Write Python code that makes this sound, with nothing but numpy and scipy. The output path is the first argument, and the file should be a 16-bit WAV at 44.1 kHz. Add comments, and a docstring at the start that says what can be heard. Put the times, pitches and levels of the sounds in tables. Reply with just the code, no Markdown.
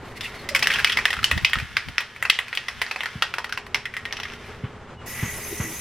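"""Shaking and spraying a paint can

A spray paint can is picked up with a few scrapes and shaken hard in a garage. Its mixing ball strikes the thin
steel shell, rebounds and rolls: contact pulses through the shell's modes, with noise echoes for the room.
The rattle dies away, the valve opens and paint hisses out as flickering bands of noise around a narrow tone.
Brief squeaks, puffs of air and dull thuds come and go; a fan's noise and wavering tones hum over a low rumble.
"""
import sys
import numpy as np
from scipy import signal
from scipy.fft import rfft, irfft, next_fast_len
from scipy.io import wavfile
from scipy.ndimage import uniform_filter1d

SR = 44100
rng = np.random.default_rng(int(sys.argv[2]) if len(sys.argv) > 2 else 0)


def dump_mix(stems):
    """Bounce the given channels to the path in sys.argv[1] as a 16-bit WAV at rate SR."""
    frames = np.atleast_2d(stems).T  # one column per channel
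    limited = np.clip(frames, -1, 1)  # hard clip at full scale
    pcm = np.round(limited * 32767).astype(np.int16)
    wavfile.write(sys.argv[1], SR, pcm)


N = 255807
TIME = np.arange(N) / SR

# Blows of the ball. Each row: start in seconds, clank level in dB before the ball's overall gain,
# strongest ring in Hz, second ring in Hz (often its close twin), ping in Hz, first rebound as a ratio to the
# contact, its delay in ms, then in dB relative to the clank: hollow knock, bright crack, high ping, steely tick.
BLOWS = [(0.2089, -22.5, 3550, 3600, 5170, 1.1, 2.15, -11.0, 4.5, -1, -9.5),
         (0.4892, -14, 2050, 2050, 5030, 1.3, 2.0, -13.5, -6.5, -4.5, -9.5),
         (0.5489, -2, 2170, 2160, 5030, 2.3, 2.1, -19, -7.5, -12.5, -16),
         (0.5554, -11.5, 2120, 2130, 4800, 1.4, 1.87, -12, -12, -11, -20.0),
         (0.561, -5.5, 2060, 2100, 5200, 0.94, 2.1, -25, -8, -10, -14.5),
         (0.5932, -19, 1900, 1910, 5200, 0.4, 4.7, -19, 0, -2, -6),
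         (0.6251, -6.5, 2240, 2050, 4400, 1.8, 2.1, -13, -2.5, -20, -19.5),
         (0.6287, -11.5, 2530, 2470, 5140, 0.36, 2.4, -9, -8, 1.5, -11),
         (0.6415, -19, 2550, 2580, 4900, 1.6, 4.1, -13, 8, -17, -11),
         (0.6587, -13.0, 1850, 1910, 5300, 0.56, 2.25, -18, -8.5, -23, -22.5),
         (0.6717, -3, 1900, 1930, 5470, 0.33, 1.4, -19.5, -4.5, -10.5, -17),
         (0.7032, -7, 2210, 1640, 5500, 0.4, 2.65, -31, -6, -31, -26),
         (0.707, -9.5, 1800, 1770, 5400, 0.46, 2.15, -20, -6, -19, -21.5),
         (0.716, -9, 2200, 2190, 4600, 0.55, 2.2, -24.0, -13, -14, -20.0),
         (0.728, -20, 1700, 1700, 4700, 0.33, 5.7, -14, 5, -9.0, -12),
         (0.7379, -17, 3230, 3220, 4670, 0.98, 1.4, -17, 6.5, -1.5, -8),
         (0.7449, -26, 3120, 3140, 5900, 0.4, 2.2, -16, 12, -3, -11.0),
         (0.7586, -15, 2630, 1700, 5400, 0.58, 1.55, -12, 1, -10.0, -20.0),
         (0.7655, -22, 1950, 2400, 5100, 0.4, 3.6, -14.0, 3, -11.5, -19.5),
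         (0.786, -8.0, 1650, 1700, 4900, 1.4, 1.9, -26, -18, -19.0, -22.5),
         (0.794, -15, 2680, 2540, 4400, 1.3, 1.9, -16, -4.5, -12.0, -15.5),
         (0.8007, -13, 2550, 2540, 4500, 0.6, 1.4, -20, -9.5, -15, -21.0),
         (0.8094, -21, 1800, 2260, 4670, 0.45, 4.5, -4, -6, -11.5, -18),
         (0.846, -1, 2070, 3140, 4900, 0.55, 2.4, -17.5, 1, -7.5, -18.5),
         (0.8724, -7, 2380, 2380, 4500, 1.4, 2.7, -24, -13, -12, -18.5),
         (0.8969, -10, 2040, 1980, 5300, 1.6, 2.15, -22, 1, -12, -18),
         (0.9211, -21, 3230, 3200, 5450, 0.59, 1.4, -20, 8.5, -2.0, -5),
         (0.9261, -18, 3300, 3300, 5100, 0.56, 2.3, -21, 6.5, -2, -18),
         (0.9721, -3.5, 2000, 2150, 4900, 0.78, 2.3, -15, -9, -13.0, -22),
         (0.9872, -7.0, 2300, 2200, 4500, 1.4, 1.75, -13, -17, -16.5, -24.5),
         (1.055, -2.5, 1870, 1770, 5400, 0.23, 1.43, -18, -1.5, -13, -19.5),
         (1.0589, -8, 1970, 1700, 5200, 0.34, 1.8, -16, -18, -14, -19),
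         (1.082, -17, 2200, 2120, 4840, 0.76, 2.4, -15, -11.5, -14.0, -24.0),
         (1.105, -11, 1970, 1930, 5100, 0.5, 3.7, -13, -3, -12, -17),
         (1.13, -11.0, 2000, 1340, 4800, 0.55, 1.9, -14, -2.5, -12.5, -19.0),
         (1.1385, -15.5, 1750, 1280, 4800, 0.59, 3.9, -9, -16, -18.0, -17),
         (1.1678, -16.5, 1450, 1420, 4500, 0.45, 2.4, -16, -8, -21, -22),
         (1.1901, -15.5, 1250, 1210, 4700, 0.74, 2.1, -16, -10.5, -18.0, -27),
         (1.2304, -13.5, 1290, 4080, 4400, 0.6, 2.35, -18, -11.0, -12.5, -19.5),
         (1.2424, -11.5, 3000, 3000, 4400, 0.46, 1.37, -14, 10.5, 3, -4),
         (1.3127, -2, 1920, 1900, 5000, 2.7, 1.72, -14, -6, -19, -18.5),
         (1.3766, -12.5, 1900, 2000, 4800, 1.6, 2.3, -11, -5, -12, -19),
         (1.448, -5.5, 2220, 2160, 4950, 1.04, 0.86, -16, 6, -4, -17),
         (1.4972, -21.5, 1950, 1910, 4400, 0.5, 2.9, -9, -8, -7, -13),
         (1.5334, -3.5, 2010, 1910, 4750, 0.42, 2.76, -19, -5, -20, -20.5),
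         (1.5557, -11.5, 1300, 1280, 4400, 0.5, 2.15, -10.5, -7, -16.5, -32),
         (1.587, -15.5, 2440, 1840, 4500, 0.75, 2.2, -17, -4, -16, -18),
         (1.5998, -17, 2500, 2490, 4530, 0.66, 2.6, -12.5, -11, -11.5, -19),
         (1.7687, -3.5, 2380, 3600, 4900, 0.34, 1.9, -19.5, -7, -11.5, -24),
         (1.886, -21.5, 2250, 1480, 4730, 0.51, 2.2, -8.5, -2.5, -10, -18),
         (1.982, -4, 1880, 2500, 5500, 0.19, 2.2, -20.5, -5.5, -10.5, -25.5),
         (2.0055, -16, 1800, 1770, 5500, 1, 2.05, -10, -2, -24, -15),
         (2.1627, -23.5, 2250, 2190, 4500, 0.68, 2.15, -13, -11.5, -22, -20),
         (2.2258, -6.5, 2050, 1820, 4900, 0.52, 1.5, -17.5, -12, -25, -16.5),
         (2.252, -8, 2780, 2640, 4500, 1.2, 2, -14, -12, -17, -26),
         (2.2993, -1.5, 2130, 1900, 4530, 0.78, 1.85, -29, 4, -5.5, -15),
         (2.3262, -20, 1900, 1910, 5700, 0.4, 2.2, -7, -16, -13.5, -31),
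         (2.354, -34, 1950, 1910, 5200, 0.5, 2.2, -3, -9, -13, -23),
         (2.3892, -7.5, 2070, 2050, 4900, 0.48, 2.05, -13, -2, -22, -19),
         (2.4821, -23.5, 2550, 2540, 4460, 0.7, 2, -17, -6, -11, -16),
         (2.529, -12.5, 2040, 2700, 4600, 0.64, 2.0, -15.5, -10, -19.5, -32),
         (2.5508, -28.5, 3200, 3330, 4800, 1.3, 2.4, -25, 10, 0, 0),
         (2.5739, -14.5, 2300, 2240, 4600, 0.47, 1.8, -12, 5, -6, -18),
         (2.6841, -11.5, 1990, 1980, 5350, 1, 1.42, -14, -6, -10.5, -21.5),
         (2.8167, -6.0, 2100, 2100, 4960, 0.73, 2.1, -11, -6.5, -13.5, -18),
         (2.865, -18.5, 1900, 4150, 4680, 0.33, 1.6, -14, -21, -9, -33),
         (2.9119, -14.0, 2560, 2560, 4400, 1.2, 2.3, -8.5, -3.5, -8.5, -19),
         (2.9608, -15.5, 2500, 2480, 4400, 0.47, 3.85, -5.5, -15, -13, -25),
         (3.007, -13.5, 2150, 2120, 5530, 0.39, 3.35, -10.5, -1, -21, -23.5),
         (3.034, -14, 1860, 1930, 4400, 0.6, 1.9, -10.5, -10, -17, -18),
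         (3.058, -11, 1820, 1400, 4360, 0.8, 2.2, -14, -10.0, -14, -23),
         (3.2232, -5.5, 1420, 1400, 4700, 0.38, 2.4, -10, 1, -9.5, -18.5),
         (3.3398, -12, 2580, 1410, 4700, 0.34, 2.15, -12.5, -5, -15.5, -21.5),
         (3.3839, -12.5, 1530, 1020, 5200, 0.57, 2.2, -3.5, -8, -11.0, -20),
         (3.4442, -14, 1930, 1280, 4500, 0.6, 2.1, -9.5, -7, -13.5, -19.5),
         (3.4942, -21, 1500, 1490, 4500, 0.87, 2.3, -11, -9, -13, -20),
         (3.5245, -11.0, 1520, 1490, 5450, 0.64, 2.55, -20, -8, -10.5, -20.5),
         (3.5754, -13.5, 2800, 2780, 4470, 0.58, 1.96, -6.5, -6, -13, -20.5),
         (3.665, -27, 1940, 1890, 4400, 1.4, 2.3, -3, -9, -12, -16),
         (3.7454, -5, 2190, 2180, 5450, 1.2, 0.99, -12.5, -4, -9, -20.5),
         (3.8552, -11.5, 1970, 2080, 5460, 1.2, 1.53, -28, -8.5, -19.5, -25),
         (3.9393, -16.5, 2050, 2410, 5500, 0.96, 2.6, -25, -12.0, -23.5, -24),
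         (3.9673, -12.5, 2020, 1950, 5130, 0.4, 3.8, -19, -9, -18.5, -20.5),
         (4.054, -14.5, 2050, 2050, 5300, 0.47, 3.9, -15, -5, -18, -23),
         (4.1095, -24.5, 2150, 2120, 4800, 0.74, 1.7, -9, -11.0, -28, -40),
         (4.1259, -17, 1850, 1840, 5830, 0.27, 3.8, -13, -0.5, -3, -17.0),
         (4.1336, -21, 2000, 1350, 5500, 1.6, 2.4, -6, -12, -20, -28),
         (4.1691, -23, 2060, 2050, 5640, 0.55, 1.6, -13.0, 2, -4, -18),
         (4.1893, -23.5, 1350, 1350, 5600, 0.49, 3.55, -7, -13, -25, -30),
         (4.2003, -20.5, 1900, 1910, 5800, 0.7, 1.4, -7.5, 1, -7.5, -18.0),
         (4.2331, -20.5, 2070, 2060, 5600, 0.7, 1.26, -10.5, 0, -5.5, -18),
         (4.2536, -17.0, 2060, 2050, 5700, 0.94, 2.35, -17, -13, -21.5, -32),
         (4.2836, -31, 2060, 2050, 5800, 1.3, 2.5, -10, -1.0, -7, -25),
         (4.3005, -30, 2050, 2610, 5700, 0.3, 2.35, -5, 3, -10, -24),
         (4.3206, -29.5, 1800, 1860, 5700, 1.4, 1.8, -9, -4, -9, -21),
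         (4.3353, -28.5, 1970, 1860, 5800, 1.4, 2.3, -15, -1, -7, -15),
         (4.4431, -32, 2450, 2400, 5600, 0.52, 2.45, -3, -10, -17.5, -23)]
# The shell's overall response. Each row: frequency in Hz, level in dB.
SHELL_RESPONSE = [(150, -38), (400, -7.5), (700, -4.5), (1000, 1.5), (1450, 6), (1920, 7.5), (2450, 4.5),
                  (3250, 1), (4300, -6.5), (5600, -8), (6700, -17), (8300, -19.5), (11500, -21.5),
                  (16000, -36.5)]
# Crossovers between knock, clank, crack, ping and tick, in Hz.
ZONE_EDGES_HZ = [1150, 2550, 3900, 6400]
# Modes of the steel that ring on after a blow. Each row: frequency in Hz,
# level in dB relative to the blow before a chance factor, t60 in seconds.
RINGING_MODES = [(1877, -14.5, 0.17), (2050, -19, 0.12), (2560, -18, 0.22), (3210, -26.5, 0.35),
                 (4060, -25.5, 0.055), (5450, -36, 0.41), (5400, -37.5, 0.17), (7300, -58, .22),
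                 (7900, -40, 0.073), (10900, -36, 0.18), (11570, -62, 0.13)]
# How loudly the ball rolls along the wall. Each row: time in seconds, level in dB before the rolling gain.
ROLLING_LEVEL = [(0.1, -70), (0.24, -35.5), (0.45, -43.5), (0.74, -26), (1.1, -35), (1.6, -36.5),
                 (2.15, -42), (3.05, -35), (3.65, -51), (4.28, -39), (4.5, -41.5), (4.9, -60)]
# Colour of what the room gives back. Each row: frequency in Hz, level in dB.
ROOM_COLOUR = [(300, -3), (700, 6), (1300, -1), (2300, -2.5), (3400, -4.5), (4400, -2.5), (6000, -2.5),
               (8000, -1.5), (15000, -13.5)]
# Colour of the jet's hiss. Each row: frequency in Hz, level in dB.
HISS_COLOUR = [(2500, 3), (3400, -3), (3930, 0), (4130, -6), (4330, -3), (4750, -2), (5350, 1.5),
               (5750, 2.5), (6450, 7), (7250, -1), (7750, 0.5), (8380, -6.5), (9100, 0), (11400, 3.5),
               (13000, 0.5), (15000, -4), (15800, -14)]
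# The rush of the spray cone. Each row: time in seconds, level in dB.
RUSH_LEVEL = [(5.04, -36), (5.09, -45.5), (5.2, -36), (5.28, -38), (5.36, -43), (5.57, -43.5),
              (5.63, -38.5), (5.7, -45.5), (5.8, -45)]
# Resonances of the rush. Each row: frequency in Hz, width in Hz, level in dB relative to one another.
RUSH_MODES = [(1300, 630, -12), (2080, 570, 13), (2760, 350, -24)]
# The can scraping as it is picked up and turned in the hand.
# Each row: centre in seconds, level in dB, length in seconds.
SCRAPES = [(0.093, -50.5, 0.18), (0.172, -40, 0.026), (0.251, -35, 0.069), (0.39, -44.5, 0.14),
           (4.473, -49, 0.052), (4.556, -54, 0.051)]
# Colour of the scraping. Each row: frequency in Hz, level in dB.
SCRAPE_COLOUR = [(800, -51), (2000, 13), (2750, 1), (3500, 0), (4400, -1), (6500, -11), (12000, -14),
                 (16000, -25)]
# Brief hollow tones, squeaks and whistles. 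Each row: centre in seconds, level in dB, pitch in Hz,
# length in seconds, unsteadiness of pitch as a share.
TONES = [(0.26, -30, 2740, 0.042, .035), (0.245, -38, 3480, 0.049, 0.033), (0.395, -46, 4320, 0.054, 0.017),
         (0.453, -39, 1850, 0.041, .03), (0.52, -30.5, 570, 0.017, .055), (0.562, -37.5, 547, 0.098, .055),
         (0.708, -40, 555, 0.065, .055), (4.562, -50, 2670, 0.036, .02), (5, -48, 2890, 0.05, .005),
         (5.257, -40, 6500, .07, .008), (5.444, -36.5, 6270, 0.028, .008), (5.528, -34, 336, 0.038, .055),
         (5.53, -34.5, 403.3, 0.033, .055), (5.678, -34.5, 327, 0.076, .055)]
# Dull thuds. Each row: start in seconds, level in dB, pitch they fall to in Hz.
THUDS = [(0.027, -36, 265), (3.154, -24, 108), (4.636, -19, 103), (5.2267, -14.5, 102), (5.599, -14.5, 106)]
# Colour of the scuff that comes with each thud. Each row: frequency in Hz, level in dB.
SCUFF_COLOUR = [(120, 10.5), (230, 14.5), (330, -4), (700, -3.5), (1250, 1), (2400, -4.5), (3300, -7.5),
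                (6000, -60)]
# Puffs of air from the widest swings. Each row: centre in seconds, level in dB, length in seconds.
GUSTS = [(0.83, -40, 0.069), (0.967, -46, 0.13), (1.19, -45, 0.052), (1.23, -34.5, 0.065),
         (1.336, -35.5, 0.057), (1.374, -30.5, 0.026), (1.432, -32, 0.039), (1.548, -43.5, 0.13),
         (1.65, -42.5, 0.15), (1.77, -47, 0.056), (1.893, -44, 0.11), (2.255, -45, 0.12),
         (2.807, -48, 0.17)]
# Colour of the stirred air. Each row: frequency in Hz, level in dB.
BUFFET_COLOUR = [(20, -26), (45, 11), (75, 11.5), (130, 6), (200, -0.5), (300, -8.5), (600, -40)]
# Colour of the small eddies that hit each port differently. Each row: frequency in Hz, level in dB.
EDDY_COLOUR = [(20, -22), (50, -3), (120, 5), (240, -5), (400, -19), (700, -38)]
# Level of the background, which sinks during the rattle. Each row: time in seconds,
# level in dB before each layer's own gain.
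BACKGROUND_LEVEL = [(0.0, -46.5), (1.0, -48.5), (1.62, -56.5), (2.8, -57), (4.25, -48.5), (5.8, -45.5)]
# Colour of the fan's air noise. Each row: frequency in Hz, level in dB.
AIR_COLOUR = [(100, -0.5), (200, -2), (290, -7.5), (380, -1), (600, -6.5), (1250, -7), (2000, -13.5),
              (2900, -18), (5000, -29.5), (8000, -35), (15000, -64)]
# Fan tones. Each row: frequency in Hz, amplitude in dB relative to the background level.
FAN_TONES = [(122, -3), (237, -4.5), (415, -3.5)]
# Colour of the steady rumble. Each row: frequency in Hz, level in dB.
RUMBLE_COLOUR = [(20, -34), (45, -8), (75, 3.5), (125, -3), (165, -9.5), (225, -12), (300, -28), (600, -64)]
# Difference between the two microphone ports. Each row: frequency in Hz, side relative to mid in dB.
PORT_WIDTH = [(60, -44), (200, -11), (700, -16), (1300, -23), (2400, -19.5), (4400, -6.5), (7000, -2),
              (15000, 0.5)]

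REBOUND_KEPT = 0.42  # share of its force that each rebound passes on to the next
RING_DB, SECOND_DB, PING_DB = 8.5, 6.5, 8  # how far the modes favoured by the struck spot stand out
VALVE_S, VALVE_OPENING_S, JET_DB = 5.058, 0.0078, -39
# The jet's unsteadiness: depth in dB and changes per second
SPUTTER_DB, SPUTTER_PER_S, DRIFT_DB, DRIFT_PER_S = 1.6, 140, 2.0, 18
FLUTTER_DB, FLUTTER_PER_S = 0.5, 250
NOZZLE_HZ, NOZZLE_WIDTH_HZ, NOZZLE_DB = 1962, 50, -0.5  # narrow tone; level relative to the rush
AIR_FLICKER_DB = 2.0
TOP_HZ = 15900  # upper edge of the finished sound


def amp(db):
    """Turn decibels into gain."""
    return 10 ** (np.asarray(db) / 20)


def unit(x):
    """Scale to rms 1."""
    return x / np.sqrt(np.mean(x ** 2) + 1e-20)


def curve(rows):
    """Draw an automation line through (seconds, value) rows."""
    return np.interp(TIME, *np.transpose(rows))


def swell(s, length):
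    """Shape a bell envelope that rises and fades around a moment."""
    return np.exp(-np.minimum((2 * (TIME - s) / length) ** 2, 50))


def walk(rate):
    """Smooth chance with spread 1, changing about rate times a second."""
    hold = max(int(SR / rate), 1)
    steps = np.repeat(rng.standard_normal(N // hold + 1), hold)
    return unit(uniform_filter1d(steps, hold)[:N])


def spectrum_db(points, f):
    """Join (Hz, dB) points on a log-frequency axis."""
    hz, db = np.transpose(points)
    return np.interp(np.log(f + 1), np.log(hz), db)


def colour(x, points):
    """Equalise a sound with a curve of (Hz, dB) points."""
    size = next_fast_len(len(x))
    gain = amp(spectrum_db(points, np.fft.rfftfreq(size, 1 / SR)))
    return irfft(rfft(x, size) * gain, size)[:len(x)]


def causal(db):
    """Minimum phase: the response with this gain whose energy comes as early as it can."""
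    cepstrum = irfft(np.log(amp(db)))
    half = len(cepstrum) // 2
    cepstrum[1:half] *= 2
    cepstrum[half + 1:] = 0
    return np.exp(rfft(cepstrum))


def ports(mid, side):
    """Two close microphone ports: alike in the middle range, unrelated in the treble."""
    side = colour(side, PORT_WIDTH)
    return np.array([mid + side, mid - side])


def noise(points):
    """Stereo noise of a given colour, rms 1 in the middle."""
    mid, side = (unit(colour(rng.standard_normal(N), points)) for _ in range(2))
    return ports(mid, side)


def ball(gain_db=-20.5, spread_db=-4.5):
    """The mixing ball's blows: the struck spot sets the colour, each with its own ring and echoes; mid and side."""
    out = np.zeros((2, N))
    for s, db, ring_hz, second_hz, ping_hz, rebound, rebound_ms, knock_db, crack_db, ping_db, tick_db in BLOWS:
        zones_db = (knock_db, 0, crack_db, ping_db, tick_db)
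        sound = blow(ring_hz, second_hz, ping_hz, rebound, rebound_ms, zones_db)
        lead = sound.shape[1] // 32  # the contact sits this many samples in
        to_room = amp(spread_db) * colour(sound[2], ROOM_COLOUR)[None]
        hit = garage(sound[:2], to_room)
        ring = np.linalg.norm(sound[0]) * ringing()
        hit[0, lead:lead + len(ring)] += ring
        start = int(s * SR) - lead
        out[:, start:start + hit.shape[1]] += amp(db + gain_db) * hit[:, :N - start]
    return out


def blow(ring_hz, second_hz, ping_hz, rebound, rebound_ms, zones_db, ring_width_hz=180, ping_width_hz=250,
         shimmer=0.082, shimmer_hz=7000, shell_t60=0.059, room_ring=0.44, size=2048, count=3):
    """A contact and weakening rebounds excite crowded, paint-damped shell modes; mid, side and room feed."""
    t, f = np.arange(size) / SR, np.fft.rfftfreq(size, 1 / SR)
    contact = np.zeros((3, size))
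    contact[::2, 0] = 1
    delays_s = rebound_ms / 1000 * np.cumsum(np.r_[1, rng.uniform(.7, 1.3, count)])
    contact[0, (SR * delays_s).astype(int)] += rebound * REBOUND_KEPT ** np.arange(count + 1)

    # the modes crowd more and more towards the treble
    crowd = shimmer * rebound * rng.standard_normal((2, size)) * amp(-60 * t / shell_t60)
    force = rfft(contact)
    force[:2] += rfft(crowd) * (1 + (f / shimmer_hz) ** 2)

    # the struck spot decides which modes ring most; the room gets a more even mix
    favoured = ((ring_hz, ring_width_hz, RING_DB),
                (second_hz, ring_width_hz, SECOND_DB),
                (ping_hz, ping_width_hz, PING_DB))
    peaks_db = sum(db / (1 + ((f - hz) / width) ** 2) for hz, width, db in favoured)
    shell_db = spectrum_db(SHELL_RESPONSE, f)
    beamed, even = (causal(shell_db + share * peaks_db) for share in (1, room_ring))
    sound = force * np.array([beamed, beamed, even])

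    # it also balances the five groups of modes, from knock to tick, with soft crossovers
    above = [np.interp(f, [.88 * hz, 1.12 * hz], [0, 1]) for hz in ZONE_EDGES_HZ]
    out = 0
    for lower, upper, db in zip([1] + above, above + [0], zones_db):
        part = np.roll(irfft(sound * (lower - upper)), size // 32, axis=1)
        out = out + amp(db) * part / np.sqrt(np.mean(part ** 2, axis=1, keepdims=True))
    return out


def ringing(detune=0.0033):
    """The few modes that the hand does not damp ring on, in a new mix for every blow."""
    t = np.arange(SR // 4) / SR
    chance = rng.standard_normal((len(RINGING_MODES), 2))
    out = np.zeros(len(t))
    for (hz, db, t60), (share, off) in zip(RINGING_MODES, chance):
        mode = np.sin(2 * np.pi * hz * (1 + detune * off) * t) * amp(-60 * t / t60)
        out += amp(db) * share * unit(mode)
    return out / np.sqrt(len(t))


def rolling(gain_db=-7.0, contacts_per_s=1100, spread_db=2.5):
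    """The ball rolls along the wall: dense tiny contacts into the same shell; mid and side."""
    strength = amp(spread_db * np.minimum(rng.exponential(size=N), 3))
    contacts = (rng.random(N) < contacts_per_s / SR) * strength
    grains = np.array([unit(colour(contacts * rng.choice([-1, 1], N), SHELL_RESPONSE)) for _ in range(2)])
    grains = grains * amp(curve(ROLLING_LEVEL) + gain_db)
    return garage(grains, grains[:1])[:, :N]


def garage(x, spread, wet_db=-1.5, t60=0.31, treble_t60=0.29, early_db=-9, early_t60=0.17, gap_s=0.0021,
           reflections_per_s=260):
    """Add echoes of what a sound spreads: single reflections off the car body, then the room's ring; mid, side."""
    t = np.arange(SR // 3) / SR
    after_gap = t > gap_s
    diffuse = rng.standard_normal((2, len(t)))
    low = signal.sosfilt(signal.butter(2, 5000, fs=SR, output="sos"), diffuse)
    high = signal.sosfilt(signal.butter(2, 5000, "high", fs=SR, output="sos"), diffuse)
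    ring = (low * amp(-60 * t / t60) - 1.3 * high * amp(-60 * t / treble_t60)) * after_gap
    reflections = (rng.random(len(t)) < reflections_per_s / SR) * rng.standard_normal((2, len(t)))
    early = reflections * amp(-60 * t / early_t60) * after_gap
    echo = (amp(wet_db) * unit(ring) + amp(early_db) * unit(early)) / np.sqrt(len(t))
    out = signal.fftconvolve(spread, echo, axes=1)
    out[:, :x.shape[1]] += x
    return out


def spray():
    """The opening valve lets out the jet's hiss and the rush of mist, fluttering together."""
    valve = 1 - np.exp(-np.maximum(TIME - VALVE_S, 0) / VALVE_OPENING_S)
    return (jet_hiss() + mist_rush()) * valve * amp(FLUTTER_DB * walk(FLUTTER_PER_S))


def jet_hiss(count=16):
    """The nozzle's turbulent jet: noise split into bands that each sputter and drift alone."""
    size = next_fast_len(N)
    jet = rfft(noise([(1000, -42)] + list(HISS_COLOUR)), size)
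    f, centres = np.fft.rfftfreq(size, 1 / SR), np.geomspace(3000, 15000, count)
    hiss = np.zeros((2, N))
    for pick in np.eye(count):
        band = irfft(jet * np.interp(f, centres, pick), size)[:, :N]
        hiss += band * amp(SPUTTER_DB * walk(SPUTTER_PER_S) + DRIFT_DB * walk(DRIFT_PER_S))
    return hiss * amp(JET_DB)


def mist_rush(side_db=-13):
    """The wider cone of mist: turbulence through broad resonances, around one narrow tone."""
    lowpass = signal.butter(4, 3300, fs=SR, output="sos")
    turbulence = signal.sosfilt(lowpass, rng.standard_normal((2, N)))
    modes = (amp(db) * signal.lfilter(*signal.iirpeak(hz, hz / width, fs=SR), turbulence)
             for hz, width, db in RUSH_MODES)
    mid, side = unit(sum(modes))
    nozzle = signal.iirpeak(NOZZLE_HZ, NOZZLE_HZ / NOZZLE_WIDTH_HZ, fs=SR)
    mid = mid + amp(NOZZLE_DB) * unit(signal.lfilter(*nozzle, rng.standard_normal(N)))
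    side = amp(side_db) * side
    return np.array([mid + side, mid - side]) * amp(curve(RUSH_LEVEL))


def scrape(grip_db=2):
    """The can slides and catches: short, uneven rasps of coloured noise."""
    strokes = sum(amp(db) * swell(s, length) for s, db, length in SCRAPES)
    return noise(SCRAPE_COLOUR) * strokes * amp(grip_db * walk(99.1))


def tones(rough_db=2.0, sag_per_s=0.5):
    """Brief tones and squeaks swell and fade, sagging in pitch with a waver and a rough level."""
    out = np.zeros(N)
    for s, db, hz, length, waver in TONES:
        pitch = hz * (1 + waver * walk(700) - sag_per_s * (TIME - s))
        out += amp(db) * swell(s, length) * np.sin(2 * np.pi * np.cumsum(pitch) / SR)
    return amp(rough_db * walk(150)) * out


def thuds(rise_s=0.0064, drop=2.66, drop_s=0.0017, scuff_db=-14, scuff_t60=0.3, boom_db=-18, boom_t60=0.24,
          lowest_hz=65):
    """Each thud is a heavily damped low cycle or two, falling in pitch, with a scuff and a short boom after it."""
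    out = np.zeros(N)
    scuff = unit(colour(rng.standard_normal(N), SCUFF_COLOUR))
    boom = unit(colour(rng.standard_normal(N), RUMBLE_COLOUR))
    for s, db, hz in THUDS:
        span = slice(int(s * SR), min(int(s * SR) + SR // 4, N))
        t = TIME[span] - TIME[span][0]
        pitch = hz * (1 + drop * np.exp(-t / drop_s))
        envelope = t / rise_s * np.exp(.5 - .5 * (t / rise_s) ** 2)
        push = np.sin(2 * np.pi * np.cumsum(pitch) / SR) * envelope
        tail = scuff[span] * amp(scuff_db - 60 * t / scuff_t60)
        tail = tail + boom[span] * amp(boom_db - 60 * t / boom_t60)
        out[span] += amp(db) * (push + tail * (1 - np.exp(-t / drop_s)))
    return signal.lfilter(*signal.butter(2, lowest_hz, "high", fs=SR), out)


def gusts(apart_db=-7, bumpy_db=4.5):
    """Wide swings send puffs of air against the microphone; their eddies differ at the two ports."""
    mid, side = (unit(colour(rng.standard_normal(N), points)) for points in (BUFFET_COLOUR, EDDY_COLOUR))
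    side = amp(apart_db) * side
    puffs = sum(amp(db) * swell(s, length) for s, db, length in GUSTS)
    return np.array([mid + side, mid - side]) * puffs * amp(bumpy_db * walk(35.3))


def background(air_db=4, rumble_db=-0.5, waver=0.00663):
    """A fan's flickering air noise and wavering tones over a low rumble."""
    air = amp(air_db + AIR_FLICKER_DB * walk(27)) * noise(AIR_COLOUR)
    fan = np.zeros(N)
    for hz, db in FAN_TONES:
        level = amp(db + 2 * walk(4.0))
        fan += level * np.sin(2 * np.pi * hz * np.cumsum(1 + waver * walk(15)) / SR)
    rumble = noise(RUMBLE_COLOUR) * amp(rumble_db + 0.54 * walk(8.5))
    return (air + fan + rumble) * amp(curve(BACKGROUND_LEVEL))


def scene():
    """Mix the can in its room, the spray and the small noises over the background."""
    can = ports(*(ball() + rolling()))
    return can + scrape() + spray() + thuds() + tones() + gusts() + background()


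def record(dry, threshold_db=-19, slope=1.0, memory_s=0.033, late_s=0.0028):
    """Gain control ducks loud sound a moment late; peaks clip at full scale and the top is cut."""
    keep = np.exp(-1 / (memory_s * SR))
    power = np.mean(dry ** 2, axis=0)
    loudness = np.sqrt(signal.lfilter([1 - keep], [1, -keep], power))
    loudness = np.interp(TIME - late_s, TIME, loudness)
    ducked = dry * np.maximum(loudness / amp(threshold_db), 1) ** -slope
    top_cut = signal.ellip(8, .2, 70, TOP_HZ, fs=SR, output="sos")
    return signal.sosfilt(top_cut, np.clip(ducked, -1, 1))


dry = scene()
out = record(dry)
dump_mix(out)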